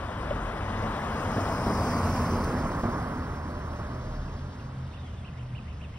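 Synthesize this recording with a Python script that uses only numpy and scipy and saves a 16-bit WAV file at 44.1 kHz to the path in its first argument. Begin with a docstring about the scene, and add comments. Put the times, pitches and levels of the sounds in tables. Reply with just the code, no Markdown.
"""A quiet street: a car rolls slowly past a phone from left to right and pulls away.
The tyres are shaped noise: they roar and hiss on coarse asphalt, thump over seams and flick grit.
Engine, exhaust and tyre hums are wandering sines. As the car leaves, birds sing gliding tones.
Below the treble, the phone's two microphone ports turn bearing into phase and left-right balance."""
import sys
import numpy as np
from scipy import signal
from scipy.io import wavfile
from scipy.ndimage import uniform_filter1d

SR = 44100
rng = np.random.default_rng(int(sys.argv[2]) if len(sys.argv) > 2 else 0)


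def unload_audio(sound):
    """Save the sound as a 16-bit wav file, at the path given as the first command line argument."""
    columns = np.transpose(np.atleast_2d(sound))
    # keep every value between -1 and 1, then stretch to whole-number steps
    steps = np.round(np.clip(columns, -1, 1) * 32767)
    wavfile.write(sys.argv[1], SR, steps.astype(np.int16))


N = 263718
FRAME, HOP = 2048, 512  # samples in each short slice of sound, and from one slice to the next

# the car's way past: (time [s], bearing at the ports, side of the car that colours the noise);
# both run 0 coming from the left, 1 abreast, 2 leaving right, 3 gone into the street noise
PATH = [(.75, 0, 0), (1.25, .17, .4), (1.75, .6, .92), (2.2, 1.05, 1.07), (2.9, 1.9, 1.83), (3.35, 2, 2),
        (4.25, 2.1, 2.1), (5.1, 3, 3)]
# wheels over seams in the road: (time [s], level [dB], top of the burst [Hz], fall by 60 dB [s],
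# level of the tyre's ring [dB], dip of the roar just before [dB])
THUMPS = [(.826, -35, 1150, 0.26, -41, -1), (1.357, -29, 696, 0.2, -33, -2),
          (1.660, -26.5, 874, 0.3, -26, -2), (2.32, -29, 399.4, 0.14, -33, -1),
          (2.53, -31, 490, 0.16, -35, -1), (2.834, -28.5, 1458, 0.26, -28, -7),
          (3.786, -40, 1500, 0.06, -46, -6), (4.277, -45, 503, 0.11, -48, -1)]


def gain_of(db):
    """Turns decibels into a plain multiplier."""
    return 10 ** (np.asarray(db) / 20)


def evened(x):
    """Scales a signal to an average (rms) size of one."""
    return x / np.sqrt(np.mean(x ** 2) + 1e-20)


def columns(table, at):
    """Reads every column of a table at the points asked for, with straight lines between rows."""
    points, *rest = np.transpose(table)
    return [np.interp(at, points, column) for column in rest]


def add(mix, s, sound):
    """Adds a sound into the mix from s seconds on, cut off at the end."""
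    part = mix[..., round(s * SR):][..., :sound.shape[-1]]
    part += sound[..., :part.shape[-1]]


def along(bearing, rows):
    """Blends four rows over frequency into a frequency x time field along the car's path."""
    share = np.maximum(1 - abs(bearing - np.arange(4)[:, None]), 0)
    return np.transpose(rows) @ share


def tyres(hz, t):
    """Road noise: its size in each frequency x time cell, with drifting patches."""
    # the pass: (time [s], tyre roar [dB], added to the rumble [dB], added to the hiss [dB])
    car_pass = [(0, -35.5, -1.5, 1), (.3, -34, 4, 1), (.9, -31.5, -1.5, 0), (1.4, -30, -0.5, -1.5),
                (1.65, -30, -0.5, -2.5), (1.9, -30, 1, 0), (2.15, -29.5, 0, -2), (2.4, -31, 3, -2),
                (2.9, -32, 2, -2.5), (3.4, -37, 4.5, 0), (3.9, -38.5, 2.5, 2.5), (4.3, -42.5, 5.5, 5.5),
                (4.7, -44.5, 2.5, 1), (5.3, -47, 1.2, -2.5), (5.98, -47.5, 2.5, -1)]
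    # colour at each of the four sides: (frequency [Hz], level per Hz above the roar level [dB])
    colours = [
        [(25, -25), (50, -22.5), (85, -14), (140, -25.5), (240, -24), (340, -29), (620, -24.5), (1100, -25),
         (1700, -32.5), (2400, -42), (3600, -44), (5200, -54), (8000, -59.5), (15500, -75)],
        [(25, -31), (50, -19.5), (85, -16.5), (140, -17.5), (240, -19), (340, -26.5), (620, -24), (1100, -23),
         (1700, -35.5), (2400, -42.5), (3600, -47), (5200, -42.5), (8000, -52.5), (15500, -62.5)],
        [(25, -55), (50, -12), (85, -20.5), (140, -20), (240, -21.5), (340, -27), (620, -27), (1100, -25),
         (1700, -34.5), (2400, -47.5), (3600, -48.5), (5200, -49.5), (8000, -60.5), (15500, -71.5)],
        [(25, -35), (50, -10.5), (85, -9.5), (140, -12), (240, -19), (340, -29), (620, -26), (1100, -29),
         (1700, -35), (2400, -40.5), (3600, -38), (5200, -46), (8000, -55), (15500, -77.5)],
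    ]
    # humps and dips of tread grooves and wheel arches: (centre [Hz], width [Hz], level [dB])
    tread = [(540, 103, 0), (835, 174, -2.5), (985, 160, 1), (1990, 100, 1.5), (2970, 390, 1.5),
             (4160, 1000, -3.5), (5000, 490, 2.5)]
    # the microphone's own treble colour: (frequency [Hz], level [dB])
    mic = [(6000, -1), (7000, 0.4), (8000, 4), (9500, -1.5), (11300, 0.5), (12500, 1.5), (14000, 0),
           (15700, 5)]
    roar_db, rumble_db, hiss_db = columns(car_pass, t)
    side = columns(PATH, t)[1]
    rows = []
    for colour in colours:
        colour_hz, level_db = np.transpose(colour)
        rows.append(np.interp(np.log(hz + 1), np.log(colour_hz), level_db))
    colour_db = along(side, rows)

    low = 1 / (1 + (hz / 300) ** 4)
    high = 1 / (1 + (2600 / (hz + 1)) ** 6)
    top = 1 / (1 + (7500 / (hz + 1)) ** 6)  # the finest fizz stays out of the hiss swell
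    colour_db += np.outer(low, rumble_db) + np.outer(high - top, hiss_db)
    colour_db += sum(db * np.exp(-((hz - f) / width) ** 2) for f, width, db in tread)[:, None]
    colour_db += columns(mic, hz)[0][:, None]

    patches = uniform_filter1d(rng.standard_normal(colour_db.shape), size=12, axis=0)
    patches = evened(uniform_filter1d(patches, size=3, axis=1))
    flicker = uniform_filter1d(rng.standard_normal(colour_db.shape), size=90, axis=0)
    flicker = evened(uniform_filter1d(flicker, size=2, axis=1))
    flicker = flicker + 0.33 * rng.standard_normal(len(t))  # part of it is shared by all the treble
    colour_db += 1.4 * high[:, None] * flicker  # the hiss flickers finely and at random
    below = np.minimum(hz / 42, 1) ** 3.5  # the microphone loses the deepest bass
    return below[:, None] * gain_of(colour_db + roar_db + 1.1 * patches)


def fuzzy_tone(table, width_hz, fuzz):
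    """A sine on a pitch curve; a share of it (fuzz, 0-1) wanders in size and phase, faster if wide."""
    t = np.arange(N) / SR
    hz, db = columns(table, t)
    r = np.exp(-np.pi * width_hz / SR)
    a, b = (evened(signal.lfilter([1], [1, -2 * r, r * r], v)) for v in rng.standard_normal((2, N)))
    wander = np.sqrt(1 - fuzz ** 2) + fuzz * (a + 1j * b) / np.sqrt(2)
    since_start, until_end = t - table[0][0] + .01, table[-1][0] - t + .01
    edges = np.clip(np.minimum(since_start, until_end) / .05, 0, 1)
    wave = (wander * np.exp(2j * np.pi * np.cumsum(hz) / SR)).real
    return np.sqrt(2) * gain_of(db) * edges * wave


def hums():
    """Engine firing tone, exhaust drones, the tyres' air ring, whines and sizzle, all fuzzy sines."""
    # engine firing tone, slowing and then picking up: (time [s], pitch [Hz], level [dB])
    firing = [(0, 49, -41), (.8, 39.2, -42), (1.3, 35.62, -48), (1.8, 35.97, -47), (2.5, 33.8, -38),
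              (3.2, 30.7, -62), (3.8, 32.74, -52), (4.2, 38, -36), (4.5, 34.67, -52)]
    # exhaust drones, one sinking as the car draws level, an upper and a lower one as it pulls
    # away: (time [s], pitch [Hz], level [dB])
    drones = [
        [(0, 103.6, -37.5), (.6, 105.4, -66), (.85, 106.3, -41), (1.15, 106.4, -49), (1.38, 96.8, -39),
         (1.54, 96.6, -40), (1.7, 100.8, -47), (1.9, 95.2, -38), (2.05, 87.8, -31), (2.2, 84.7, -41),
         (2.35, 81.9, -33.5), (2.6, 76, -52)],
        [(3.86, 120.1, -37.5), (4.1, 123.7, -43), (4.25, 130.6, -41), (4.6, 135.2, -44.5), (4.83, 130.7, -38),
         (4.97, 129.4, -53.5), (5.3, 124.5, -46), (5.38, 124.5, -38.5), (5.59, 123.4, -39), (5.68, 123, -49),
         (5.98, 122, -63)],
        [(3.2, 77.1, -43), (3.6, 78.2, -41), (3.8, 74.5, -36.5), (4.03, 75.3, -46), (4.28, 75.2, -39.5),
         (4.45, 82.64, -45), (5.24, 82, -46.5), (5.57, 74.25, -51), (5.69, 74.5, -37.5), (5.98, 76, -47)],
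    ]
    # two hums of the air ring inside the tyres, the upper one starting later:
    # (time [s], pitch [Hz], level [dB])
    tyre_ring = [
        [(0, 213.2, -54.5), (.5, 214.4, -48.5), (.93, 215.7, -41), (1.25, 215.4, -52), (1.6, 210, -58),
         (1.72, 207, -30), (1.9, 205, -54)],
        [(1.6, 244, -53), (1.7, 243, -41), (1.85, 244, -35.5), (1.95, 242, -38.5), (2.07, 240, -34),
         (2.2, 240, -38.5), (2.45, 250, -40.5), (2.65, 245, -39), (2.75, 228, -42), (2.88, 234, -35),
         (2.98, 245, -43), (3.15, 258, -41), (3.55, 241.3, -48)],
    ]
    # thin whines of tread blocks and a belt: (time [s], pitch [Hz], level [dB])
    whines = [
        [(3.45, 585, -53), (3.58, 600, -49), (3.65, 650, -54), (3.85, 661, -55), (4.05, 638, -53),
         (4.2, 657, -65), (4.35, 644, -60)],
        [(3.7, 585, -48), (3.95, 598, -56), (4.08, 629, -49), (4.2, 598, -54), (4.45, 589.7, -59.5),
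         (4.68, 598, -70)],
        [(1.6, 11300, -72), (2., 11340, -71), (2.3, 11270, -67), (2.5, 11280, -75)],
    ]
    # two gritty bright bands in the hiss while the tyres are nearest:
    # (time [s], pitch [Hz], level [dB])
    sizzle = [
        [(1.3, 5350, -62), (1.55, 5395, -58), (1.72, 5270, -55), (1.92, 5300, -74), (2.1, 5300, -76),
         (2.4, 5246, -73)],
        [(1.4, 4800, -63), (1.7, 4830, -59), (1.93, 4770, -52), (2.15, 4720, -71), (2.4, 4670, -76)],
    ]
    out = fuzzy_tone(firing, width_hz=2.6, fuzz=0.54)
    out += sum(fuzzy_tone(curve, width_hz=10, fuzz=0.25) for curve in drones)
    out += sum(fuzzy_tone(curve, width_hz=20, fuzz=0.55) for curve in whines)
    out += sum(fuzzy_tone(curve, width_hz=12, fuzz=0.35) for curve in tyre_ring)
    return out + sum(fuzzy_tone(curve, width_hz=440, fuzz=0.87) for curve in sizzle)


def thumps():
    """Wheels over seams: each is a dull burst of noise that makes the struck tyre ring."""
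    # how a struck tyre rings: (pitch before a small random shift [Hz], level against the thump's
    # ring level [dB], fall by 60 dB [s])
    tyre_modes = [(95, -1, 0.37), (226, -11, 0.32), (672, -19, 0.34)]
    hold_s = .022
    out, t = np.zeros(N), np.arange(8000) / SR
    after = np.maximum(t - hold_s, 0)
    for s, db, top_hz, t60_s, ring_db, _ in THUMPS:
        band = signal.butter(4, [60, top_hz], "band", fs=SR, output="sos")
        burst = signal.sosfilt(band, rng.standard_normal(len(t)))
        burst = evened(signal.lfilter([1], [1, -.95], burst))  # heavier in the bass
        sound = burst * gain_of(db - 60 * after / t60_s)
        for mode_hz, mode_db, mode_t60_s in tyre_modes:
            turns = mode_hz * rng.uniform(.96, 1.04) * t + rng.random()
            sound += gain_of(ring_db + mode_db - 60 * after / mode_t60_s) * np.sin(2 * np.pi * turns)
        add(out, s, sound * (1 - np.exp(-t / .001)))  # soft start
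    return out


def knock():
    """A hollow knock: one tone that swells quickly and dies."""
    start_s, swell_s, t60_s = .3073, .007, .035
    level_db, pitch_hz = -21, 582
    out, t = np.zeros(N), np.arange(8000) / SR
    dying = gain_of(level_db - 60 * np.maximum(t - swell_s, 0) / t60_s)
    swell = np.sqrt(np.minimum(t / swell_s, 1))
    add(out, start_s, dying * swell * np.sin(2 * np.pi * pitch_hz * t))
    return out


def grit():
    """Each stone flicked by the tread is a very short ring, with crumbs rattling after it."""
    # flicked stones, ahead of the ports: (time [s], peak level [dB], pitch [Hz], width [Hz],
    # left minus right [dB])
    stones = [(.3075, -34, 2900, 600, 0), (.6096, -39, 2600, 500, 0), (2.4390, -31, 5000, 2200, 0),
              (2.4450, -34, 5900, 2000, 0), (2.4450, -31, 9000, 2600, 0), (2.4450, -38, 13200, 3400, -11),
              (2.7507, -43, 4800, 1200, 0)]
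    crumbs_db, crumbs_t60_s, crumbs_share = -19, .06, .025  # share of samples that hold a crumb
    out, t, tail = np.zeros((2, N)), np.arange(400) / SR, np.arange(2000) / SR
    for s, db, hz, width_hz, pan_db in stones:
        u = np.pi * width_hz * t
        ring = u * np.exp(1 - u) * np.sin(2 * np.pi * hz * t)
        crumbs = rng.standard_normal(len(tail)) * (rng.random(len(tail)) < crumbs_share)
        crumbs = crumbs * gain_of(crumbs_db - 60 * tail / crumbs_t60_s)
        hits = np.where(tail > .001, crumbs, tail == 0)  # the stone first, then its crumbs
        sides = gain_of(db + pan_db * np.array([[.5], [-.5]]))
        add(out, s, sides * np.convolve(hits, ring))
    return out


def dips(noise):
    """The roar, not the hiss, sinks for a moment before each thump and is back with it."""
    dip_s, top_hz = .022, 1800
    dip_db, sink = np.zeros(N), np.sqrt(np.linspace(0, 1, round(dip_s * SR)))
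    for s, *_, depth_db in THUMPS:
        add(dip_db, s - dip_s, depth_db * sink)
    roar = signal.sosfiltfilt(signal.butter(2, top_hz, fs=SR, output="sos"), noise)
    return noise + roar * (gain_of(uniform_filter1d(dip_db, size=44)) - 1)


def car():
    """All car sounds in two channels; below the treble, phase, likeness and balance follow bearing."""
    # the two ports at each of the four bearings: (frequency [Hz], left leads by [radians],
    # likeness of the two sides [0-1], left minus right [dB])
    ports = [
        [(150, 0.01, 1.0, -0.2), (300, 0.19, 0.98, -0.9), (600, 0.7, 0.99, 2.5), (1100, 0.66, 0.95, 7.0),
         (1700, 0.71, 0.97, 3.1), (2200, 1.87, 0.9, 1.6), (2700, 1.88, 0.89, 5.5), (3400, 1.18, 0.85, 3.6),
         (4000, 1.43, 0.84, 2.2), (4600, 2.75, 0.67, -1.1), (5200, 5.87, 0.42, 4.4), (5800, 7.59, 0.82, 2.1)],
        [(150, -0.01, 1.0, -0.1), (300, -0.03, 1.0, -0.7), (600, -0.08, 0.96, -0.4), (1100, 0.03, 0.97, 0.3),
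         (1700, 0.09, 0.97, -0.5), (2200, 0.34, 0.86, -4.9), (2700, -2.0, 0.61, -3.1),
         (3400, -3.46, 0.42, -0.2), (4000, -1.52, 0.2, -4.1), (4600, -1.04, 0.58, -4.8),
         (5200, 0.26, 0.63, -2.0), (5800, 1.34, 0.83, 0.4)],
        [(150, -0.03, 1.0, -0.2), (300, -0.23, 0.98, -0.8), (600, -0.82, 0.95, -2.5), (1100, -0.99, 0.93, -3.2),
         (1700, -0.84, 0.93, -0.6), (2200, -0.59, 0.53, 4.7), (2700, -2.4, 0.59, 1.6), (3400, -1.71, 0.47, 1.0),
         (4000, -0.2, 0.36, 3.9), (4600, 1.8, 0.69, 2.6), (5200, 1.15, 0.86, 0.4), (5800, 1.41, 0.84, -1.2)],
        [(150, 0.0, 1.0, -0.2), (300, 0.05, 0.95, -0.7), (600, -0.33, 0.57, -0.9), (1100, -0.8, 0.69, -2.2),
         (1700, -0.55, 0.68, 0.0), (2200, 0.42, 0.3, 2.0), (2700, 0.09, 0.42, -1.2), (3400, 0.04, 0.4, 0.6),
         (4000, 0.71, 0.54, 1.6), (4600, 1.65, 0.35, 1.8), (5200, 1.06, 0.74, 2.6), (5800, 1.41, 0.8, 0.4)],
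    ]
    # the treble keeps one left-right phase whatever the bearing, winding on as pitch rises:
    # (frequency [Hz], left leads by [half turns], likeness of the two sides [0-1])
    treble_phase = [(5800, .42, .83), (6600, .79, .87), (6950, 1, 1), (7650, 1, 1), (8200, 1.23, .79),
                    (9400, 1.7, .7), (9800, 2, 1), (10900, 2, 1), (11400, 2.24, .74), (12200, 2.62, .57),
                    (12700, 3, 1), (14300, 3, 1), (14600, 3.25, .58), (15800, 3.72, .66)]
    solid_sound = hums() + thumps() + knock() + grit()
    hz, t, solid = signal.stft(solid_sound, SR, nperseg=FRAME, noverlap=FRAME - HOP)
    pairs = [columns(p, hz) for p in ports]
    half_turns, treble_like = columns(treble_phase, hz)
    treble = (hz > treble_phase[0][0])[:, None]
    bearing = columns(PATH, t)[0]

    # a complex link holds likeness as its size and the left side's lead as its angle
    link = along(bearing, [like * np.exp(1j * lead) for lead, like, _ in pairs])
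    link *= along(bearing, [like for _, like, _ in pairs]) / (abs(link) + 1e-9)
    link = np.where(treble, (treble_like * np.exp(1j * np.pi * half_turns))[:, None], link)
    like, turn = np.minimum(abs(link), 1), np.conj(link) / (abs(link) + 1e-9)
    # the balance evens out in treble and bass
    fading = np.clip(np.minimum((6600 - hz) / 800, hz / 150) ** 3, 0, 1)[:, None]
    tilt = gain_of(fading * along(bearing, [db for _, _, db in pairs]))

    a, b, c, d = rng.standard_normal((len(t), len(hz), 4)).T
    shared, apart = a + 1j * b, c + 1j * d
    size = tyres(hz, t) * np.sqrt(3 * SR / FRAME / 8)  # level per Hz to the size of a cell
    left = size * shared + solid[0]
    right = turn * (size * (like * shared + np.sqrt(1 - like ** 2) * apart) + solid[1])
    both = np.array([tilt * left, right]) * np.sqrt(2 / (1 + tilt ** 2))
    return dips(signal.istft(both, SR, nperseg=FRAME, noverlap=FRAME - HOP)[1][:, :N])


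def chirp(s, top_hz, up_db, down_db, lead_in_db):
    """One bird chirp: the arch placed at a time, pitch and strength."""
    # a soft slow lead-in and a round arch: (time from the top [s], share of the top pitch,
    # level [dB])
    arch = [(-.07, .58, -22), (-.045, .64, -15), (-.024, .72, -11), (-.021, .75, -1), (-.013, .9, 0),
            (-.006, .985, -4), (.003, .995, -4), (.014, .88, 0), (.028, .75, -2)]
    lead_in_end_s = -.022
    at, share, db = np.transpose(arch)
    strength_db = np.where(at < 0, up_db, down_db) + lead_in_db * (at < lead_in_end_s)
    return np.transpose([s + at, top_hz * share, db + strength_db])


def sung(note, pan_db, lead, top_lead=0):
    """A pure gliding note; the ports give it a balance and a phase lead in radians, more near 3 kHz."""
    t = np.arange(note[0][0], note[-1][0], 1 / SR)
    hz, db = columns(note, t)
    hz = uniform_filter1d(hz, size=120, mode="nearest")
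    # air and leaves make it flutter
    flutter_db = 3 * evened(uniform_filter1d(rng.standard_normal((2, len(t))), size=120))
    half = np.array([[.5], [-.5]])
    apart = (lead + top_lead * np.clip((hz - 2800) / 250, 0, 1)) * half
    wave = np.sqrt(2) * np.sin(2 * np.pi * np.cumsum(hz) / SR + apart)
    return gain_of(db + flutter_db + pan_db * half) * wave * signal.windows.tukey(len(t), .15)


def birds():
    """Arched chirps with their slap echoes, short straight glides, and a scatter from the street."""
    # a near bird on the right, before the arch shapes it: (time of the top [s], top pitch [Hz],
    # level going up [dB], level coming down [dB])
    chirps = [(4.952, 3130, -58.5, -59.5), (5.265, 3120, -55, -55.5), (5.568, 3080, -55, -53.5),
              (5.829, 3070, -56.5, -53.5)]
    # house fronts throw each chirp back: (delay [s], level [dB], added to the lead-in [dB],
    # left minus right [dB], left leads by [radians])
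    slaps = [(.009, -7, 0, 9, 1.5), (.13, -6, 5, 8, 2.5), (.146, -8.5, 14, -6, .4), (.213, -13, -6, 5, 1.2)]
    # short straight glides: whistles, pieces of a curved whistle and parts of chirps:
    # (start [s], length [s], from [Hz], to [Hz], level [dB], left minus right [dB],
    # left leads by [radians])
    glides = [(4.276, .025, 2910, 2340, -62.5, 0, .8), (4.593, .025, 2927, 2330, -60, 0, 1),
              (4.726, .05, 2440, 2050, -68, 0, 1.1), (4.905, .082, 3760, 3250, -67.5, -5, 2.7),
              (4.975, .055, 3760, 3540, -66, -7, .3), (5.03, .055, 3540, 3120, -66, -6, .3),
              (5.085, .065, 3120, 2860, -68, -5, .8), (5.03, .025, 3000, 2940, -65, -2, 2.9),
              (5.172, .042, 3570, 3350, -67, 2, .3), (5.22, .02, 3230, 3190, -67, -5, .5),
              (5.328, .018, 1600, 2115, -60, 0, .66), (5.835, .04, 3750, 3400, -68, -2, .8)]
    out = np.zeros((2, N))
    # the direct chirp; its last number turns the top of the arch toward opposite phase [radians]
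    direct = (0.00097, 0, 0, -6, .15, 2.6)
    arrivals = [direct] + [tuple(slap) + (0,) for slap in slaps]
    for s, top_hz, up_db, down_db in chirps:
        for delay, db, lead_in_db, pan_db, lead, top_lead in arrivals:
            note = chirp(s + delay, top_hz, up_db + db, down_db + db, lead_in_db)
            add(out, note[0][0], sung(note, pan_db, lead, top_lead))
    for s, length, from_hz, to_hz, db, pan_db, lead in glides:
        add(out, s, sung([(s, from_hz, db), (s + length, to_hz, db)], pan_db, lead))

    t = np.arange(9000) / SR
    echoes = rng.standard_normal((2, len(t))) * (rng.random((2, len(t))) < .04)  # sparse
    echoes = echoes * gain_of(-60 * t / .4) * (t > .004)
    scatter = signal.fftconvolve(out, echoes / np.linalg.norm(echoes[0]), axes=1)[:, :N]
    return out + gain_of(-10) * scatter


def scene():
    """The passing car and the birds together, in two channels."""
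    return car() + birds()


def record(dry):
    """The band limit of the phone: a steep filter takes away the highest treble."""
    edge_hz = 15780
    band_limit = signal.firwin(1023, edge_hz, window=("kaiser", 9), fs=SR)
    return signal.oaconvolve(dry, band_limit[None], "same")


dry = scene()
out = record(dry)
unload_audio(out)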